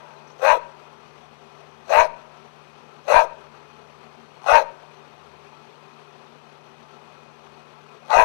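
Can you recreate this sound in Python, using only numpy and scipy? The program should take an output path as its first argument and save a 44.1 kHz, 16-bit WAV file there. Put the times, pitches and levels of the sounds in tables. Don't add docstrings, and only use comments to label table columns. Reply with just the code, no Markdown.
import sys
import numpy as np
from scipy import signal
from scipy.fft import rfft, irfft, next_fast_len
from scipy.io import wavfile
from scipy.ndimage import uniform_filter1d, map_coordinates

SR = 44100
rng = np.random.default_rng(int(sys.argv[2]) if len(sys.argv) > 2 else 0)


def boost(x):
    u = np.asarray(x, float) / 20
    return 10 ** u


def output_pcm(signal):
    pcm = np.clip(np.atleast_2d(signal).T, -1, 1) * 32767
    wavfile.write(sys.argv[1], SR, np.round(pcm).astype(np.int16))


N = 363384
T = np.arange(N) / SR

# (voice start [s], length [s], level [dB], first throat pitch [Hz], mouth resonance [Hz])
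BARKS = [
    (0.419, 0.16, -15.5, 497, 935),
    (1.898, 0.17, -14.5, 610, 941.4),
    (3.082, 0.17, -14.5, 555, 969.4),
    (4.468, .16, -14, 751.3, 944.6),
    (8.102, 0.17, -14.5, 740.6, 964.6),
]
# (time [s], peak level [dB], throat ring [Hz])
FOLD_TICKS = [
    (0.395, -21.5, 545),
    (1.882, -21.5, 727),
    (1.895, -17.5, 590),
    (3.053, -29, 731.2),
    (3.082, -12, 586.6),
    (4.419, -27, 874),
    (4.442, -18, 863),
    (4.463, -10.5, 741),
    (8.083, -23, 745),
    (8.105, -9, 704),
]
# (centre [Hz], width [Hz], level [dB])
RASP_MODES = [(778, 340, 15.5), (1219, 255, 15), (1567, 122, 13.5), (1947, 154, 4.5), (2214, 190, 2),
              (2521, 99, 11.5), (2810, 210, 2), (440, 69, 18)]
# (centre [Hz], width [Hz], level [dB])
HISS_MODES = [(3330, 560, 8), (4150, 370, 11.5), (5070, 800, 3.5), (6160, 460, 13), (8070, 420, 5.5),
              (9960, 1160, 4), (11500, 660, 8.5), (13690, 1600, 5.5)]
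# (delay [s], level [dB])
SLAPS = [
    (.003, -12),
    (.012, -11.5),
    (.023, -12),
    (.055, -26),
    (.088, -27.5),
    (0.13, -32.5),
]
# (frequency [Hz], t60 [s])
YARD_DECAY = [(400, 1), (950, 1), (2500, 1), (8000, 1)]
# (centre [Hz], width [Hz], level [dB])
KENNEL_MODES = [(610, 110, 2), (960, 39, 5.5), (1420, 140, 5), (2580, 200, -3)]
# (time [s], level [dB])
OVERLOADS = [
    (0.517, -31.5),
    (1.967, -28),
    (1.995, -23),
    (3.162, -20.5),
    (4.527, -23.5),
    (8.162, -23),
    (8.225, -23),
]
# (time [s], peak level [dB], ring [Hz], t60 [s])
CLINKS = [
    (.165, -50, 4000, 0.087),
    (0.274, -52, 5870, .08),
    (.3, -49, 5560, 0.072),
    (.315, -52, 6200, .06),
    (5.522, -41, 870, 0.073),
    (5.53, -37, 873, 0.06),
]
# (frequency [Hz], level [dB per Hz])
WHIRR_COLOUR = [(30, -36), (70, -32), (130, -14), (300, -17), (500, -11), (1050, -8), (1400, -14.5),
                (1800, -18.5), (3000, -20), (5200, -30), (6400, -33), (7000, -41.5), (13500, -53.5),
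                (15500, -68)]
# (centre [Hz], width [Hz], level [dB])
CASING_HUMPS = [(231, 23, 13), (401, 78, 11.5), (727, 6.3, 11.5), (857.5, 4.43, 12), (1203, 48, 3.5),
                (1336, 29, 9), (2502, 79, 8.5), (4295, 79, 6), (5975, 130, 6.5), (7770, 570, 6.5),
                (9650, 360, 8.5), (11420, 1000, 7.5)]
# (frequency [Hz], level [dB rms])
DRUM_TONE = [(150, -55.5)]
# (time [s], firing rate [Hz], level [dB])
ENGINE_PATH = [(0, 72, -78), (1.8, 78, -71), (2.6, 77, -77), (3.3, 78.5, -71), (4, 79, -70), (4.7, 76, -87),
               (5.3, 79, -66), (5.7, 73.5, -82), (6.8, 77.5, -77), (7.46, 75.5, -74), (8.24, 69, -84)]
# (frequency [Hz], level [dB rms])
MAINS_HUM = [(30, -92), (60, -87), (100, -93), (120, -95), (200, -102), (219, -102), (240, -100),
             (899, -103)]
# (frequency [Hz], level [dB per Hz])
OPEN_HISS = [(20, 4), (300, 0), (3400, 0), (6700, -1), (9400, -3), (12100, -4.5), (13500, -7), (14100, -13),
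             (14800, -32)]


def dog():
    throat_db, gape, throat_hz, mouth_hz, fade, leak = gesture()
    mouth_db = throat_db + 2.5 - 12.5 * (1 - gape)
    rasp_db = -8.5 + 5.5 * gape - 6.5 * fade
    creak_db = -20 * np.sin(np.pi * 115 * T) ** 2
    hiss_db = -24.5 - gape + leak * (26 + creak_db)

    pitch = mouth_hz / 3
    voice = folds(pitch, jitter=.07, scatter_db=2, growl_db=3, breath=.42)
    band = signal.butter(2, [360, 1500], "band", fs=SR, output="sos")
    throat = gliding(voice, throat_hz * (1 + .07 * wobble(30)), width_hz=110)
    throat = steady(signal.sosfilt(band, throat), .03)
    mouth = gliding(voice, mouth_hz * (1 + .02 * wobble(30)), width_hz=85)
    mouth = steady(signal.sosfilt(band, mouth), .03)

    rasp = tract(voice, RASP_MODES, lambda f: low_cut(500, order=2)(f) / (1 + (f / 3000) ** 6), waver_db=2)
    airy = folds(pitch, jitter=.12, scatter_db=3, growl_db=1, breath=.95)
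    hiss = tract(airy, HISS_MODES, lambda f: low_cut(2500, order=2)(f) / (1 + 1j * f / 6000) ** 2, waver_db=3)
    top = signal.sosfilt(signal.butter(2, 7000, "high", fs=SR, output="sos"), hiss)
    hiss = hiss - top * (1 - boost(-10 * (2 - gape)))

    upper = boost(rasp_db) * rasp + boost(hiss_db) * hiss
    throat = boost(-3.5 * gape) * throat
    return boost(5) * (boost(throat_db) * (throat + upper) - boost(mouth_db) * mouth)


def gesture():
    lead_s, lead_db, start_db, catch_db = .04, -32, -10, -6
    attack, hold, end_db = 0.2, 0.66, -15
    widest, opening, closing = 0.57, 0.32, 0.25
    open_throat_hz, shut_throat_hz, throat_sag = 675, 610, .94
    earlier_db, earlier_t60_s, earlier_hz = -47, 1.58, 527

    start, length, db, first_hz, mouth_hz = np.transpose(BARKS)
    k = np.clip(np.searchsorted(start - 2 * lead_s, T) - 1, 0, len(BARKS) - 1)
    since = T - start[k]
    u = since / length[k]
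    leak = np.clip(-since / lead_s, 0, 2)
    fade = np.clip((u - hold) / (1 - hold), 0, 1)
    effort_db = db[k] + start_db * np.clip(1 - u / attack, 0, 1) + lead_db * leak
    effort_db = effort_db + catch_db * np.clip(-since / 0.0026, 0, 1)
    effort_db = effort_db + end_db * fade - 60 * np.clip((u - 1) / 0.17, 0, 1)

    gape = np.exp(-((u - widest) / np.where(u < widest, opening, closing)) ** 2)
    last_hz = throat_sag * np.minimum(first_hz[k], shut_throat_hz)
    shut_hz = np.where(u < widest, first_hz[k], last_hz)
    throat_hz = shut_hz + gape * (open_throat_hz - shut_hz)

    ring_db = earlier_db - 60 * T / earlier_t60_s
    ring = ring_db > effort_db
    climb = .15 * (1 - gape) * (u < widest) * ~ring
    return (np.maximum(effort_db, ring_db), np.where(ring, .8, gape), np.where(ring, earlier_hz, throat_hz),
            mouth_hz[k] * (1 - climb), fade, np.where(ring, 0, np.minimum(leak, 1)))


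def folds(pitch_hz, jitter, scatter_db, growl_db, breath):
    cycles = np.cumsum(pitch_hz * (1 + jitter * wobble(250))) / SR
    growl = boost(growl_db * np.cos(2 * np.pi * cycles / 3))
    pulses = np.diff(np.floor(cycles), prepend=0) * boost(scatter_db * wobble(300))
    puffs = rng.standard_normal(N) * (2 + np.cos(2 * np.pi * cycles))
    share = np.clip(breath, 0, 1)
    return growl * (np.sqrt(1 - share) * unit(pulses) + np.sqrt(share) * unit(puffs))


def tract(x, modes, slope, waver_db):
    x = filtered(x, slope)
    total = np.zeros(N)
    for k, (hz, width, db) in enumerate(modes):
        ring = signal.lfilter(*signal.iirpeak(hz, hz / width, SR), x)
        total += (-1) ** k * boost(db + waver_db * wobble(22)) * ring
    return steady(total, 0.071)


def ticks():
    out, t = np.zeros(N + SR), T[:SR // 20]
    for s, db, hz in FOLD_TICKS:
        noise = np.convolve(rng.standard_normal(len(t)), np.hanning(11), "same")
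        click = 0.12 * boost(-60 * t / 0.013) * noise
        ring = boost(-60 * t / 0.012) * np.sin(2 * np.pi * hz * t)
        out[round(s * SR):][:len(t)] += boost(db - 4.0) * (ring + click)
    return out[:N]


def yard(x):
    hz, t, z = signal.stft(rng.standard_normal(SR), SR, nperseg=256)
    decay = boost(-60 * t / along(YARD_DECAY, hz)[:, None])
    tail = signal.istft(z * decay, SR, nperseg=256)[1]
    near = np.zeros(len(tail))
    far = boost(-29) * tail / np.linalg.norm(tail)
    for s, db in SLAPS:
        smear = rng.standard_normal(300) * np.hanning(300)
        side = near if s < .04 else far
        side[round(s * SR):][:300] += boost(db) * smear / np.linalg.norm(smear)
    hollow = sum(boost(db) * signal.lfilter(*signal.iirpeak(c, c / w, SR), far) for c, w, db in KENNEL_MODES)
    echoes = signal.fftconvolve(x, near + far + hollow)[:N]
    return signal.lfilter(*signal.butter(1, 3000, fs=SR), echoes)


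def clinks():
    out, t = np.zeros(N + SR), T[:SR // 4]
    for s, db, hz, t60 in CLINKS:
        ring = np.sin(2 * np.pi * hz * t) + .6 * np.sin(2 * np.pi * hz * 1.06 * t)
        out[round(s * SR):][:len(t)] += boost(db - 60 * t / t60) * (1 - np.exp(-t / 0.00075)) * ring
    return out[:N]


def whirr():
    z = signal.stft(rng.standard_normal(N), nperseg=512)[2]
    patches = uniform_filter1d(rng.standard_normal(z.shape), size=6, axis=0)
    patches = uniform_filter1d(patches, size=8, axis=1)
    noise = signal.istft(z * boost(.8 * unit(patches)), nperseg=512)[1][:N]
    throb_cycles = np.cumsum(37.3 + 1.2 * wobble(3)) / SR
    throb_db = .9 * np.sin(2 * np.pi * throb_cycles) + .7 * wobble(30)

    def casing(f):
        humps_db = sum(db / (1 + (2 * (f - c) / w) ** 2) for c, w, db in CASING_HUMPS)
        return boost(along(WHIRR_COLOUR, f) + humps_db)

    out = boost(-45) * unit(filtered(noise * boost(throb_db), casing))
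    for hz, db in DRUM_TONE:
        level = boost(db + 2.5 + 0.78 * wobble(12))
        out = out + level * np.sin(2 * np.pi * hz * T + 0.095 * wobble(13))
    return out


def engine():
    s, hz, db = np.transpose(ENGINE_PATH)
    turns = np.cumsum(np.interp(T, s, hz) + 1.34 * wobble(8.4)) / SR
    return boost(8.0 + np.interp(T, s, db) + 1.5 * wobble(6)) * np.sin(2 * np.pi * turns)


def open_input():
    hiss = filtered(rng.standard_normal(N), lambda f: boost(along(OPEN_HISS, f)))
    hum = sum(boost(db + 3) * np.sin(2 * np.pi * (hz * T + rng.random())) for hz, db in MAINS_HUM)
    return boost(-75.5) * unit(hiss) + hum


def unit(x):
    return x / np.sqrt(np.mean(x ** 2) + 1e-20)


def along(points, hz):
    f, v = np.transpose(points)
    return np.interp(np.log(hz + 1), np.log(f + 1), v)


def wobble(rate):
    return map_coordinates(rng.standard_normal(int(N * rate / SR) + 4), [T * rate])


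def filtered(x, response):
    m = next_fast_len(N + SR)
    return irfft(rfft(x, m) * response(np.fft.rfftfreq(m, 1 / SR)), m)[..., :N]


def low_cut(hz, order):
    return lambda f: (1j * f / (hz + 1j * f)) ** order


def gliding(x, hz, width_hz):
    turn = np.exp(2j * np.pi * np.cumsum(hz) / SR)
    return np.real(turn * signal.lfilter([1], [1, -np.exp(-np.pi * width_hz / SR)], x / turn))


def steady(x, span):
    power = np.abs(uniform_filter1d(x ** 2, max(int(span * SR), 1)))
    return x / np.sqrt(power + 1e-12)


def scene():
    lips = signal.butter(8, 385, "high", fs=SR, output="sos")
    bark = signal.sosfilt(lips, dog() + ticks())
    left = bark + yard(bark) + clinks() + whirr() + engine()
    return np.array([left, open_input()])


def roll_off(x):
    return signal.sosfilt(signal.butter(12, 15590, fs=SR, output="sos"), x)


def record(dry):
    recovery_s = 0.0051
    sag = np.zeros(N)
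    for s, db in OVERLOADS:
        u = np.maximum(T - s, 0) / recovery_s
        sag -= boost(db) * u * np.exp(1 - u)
    lopsided = -.05 * dry[0] ** 2
    left = dry[0] + filtered(sag + lopsided, low_cut(3.9, order=3))
    left = left / (1 + np.abs(left) ** 24) ** (1 / 24)
    return roll_off(np.array([left, dry[1]]))


dry = scene()
out = record(dry)
output_pcm(out)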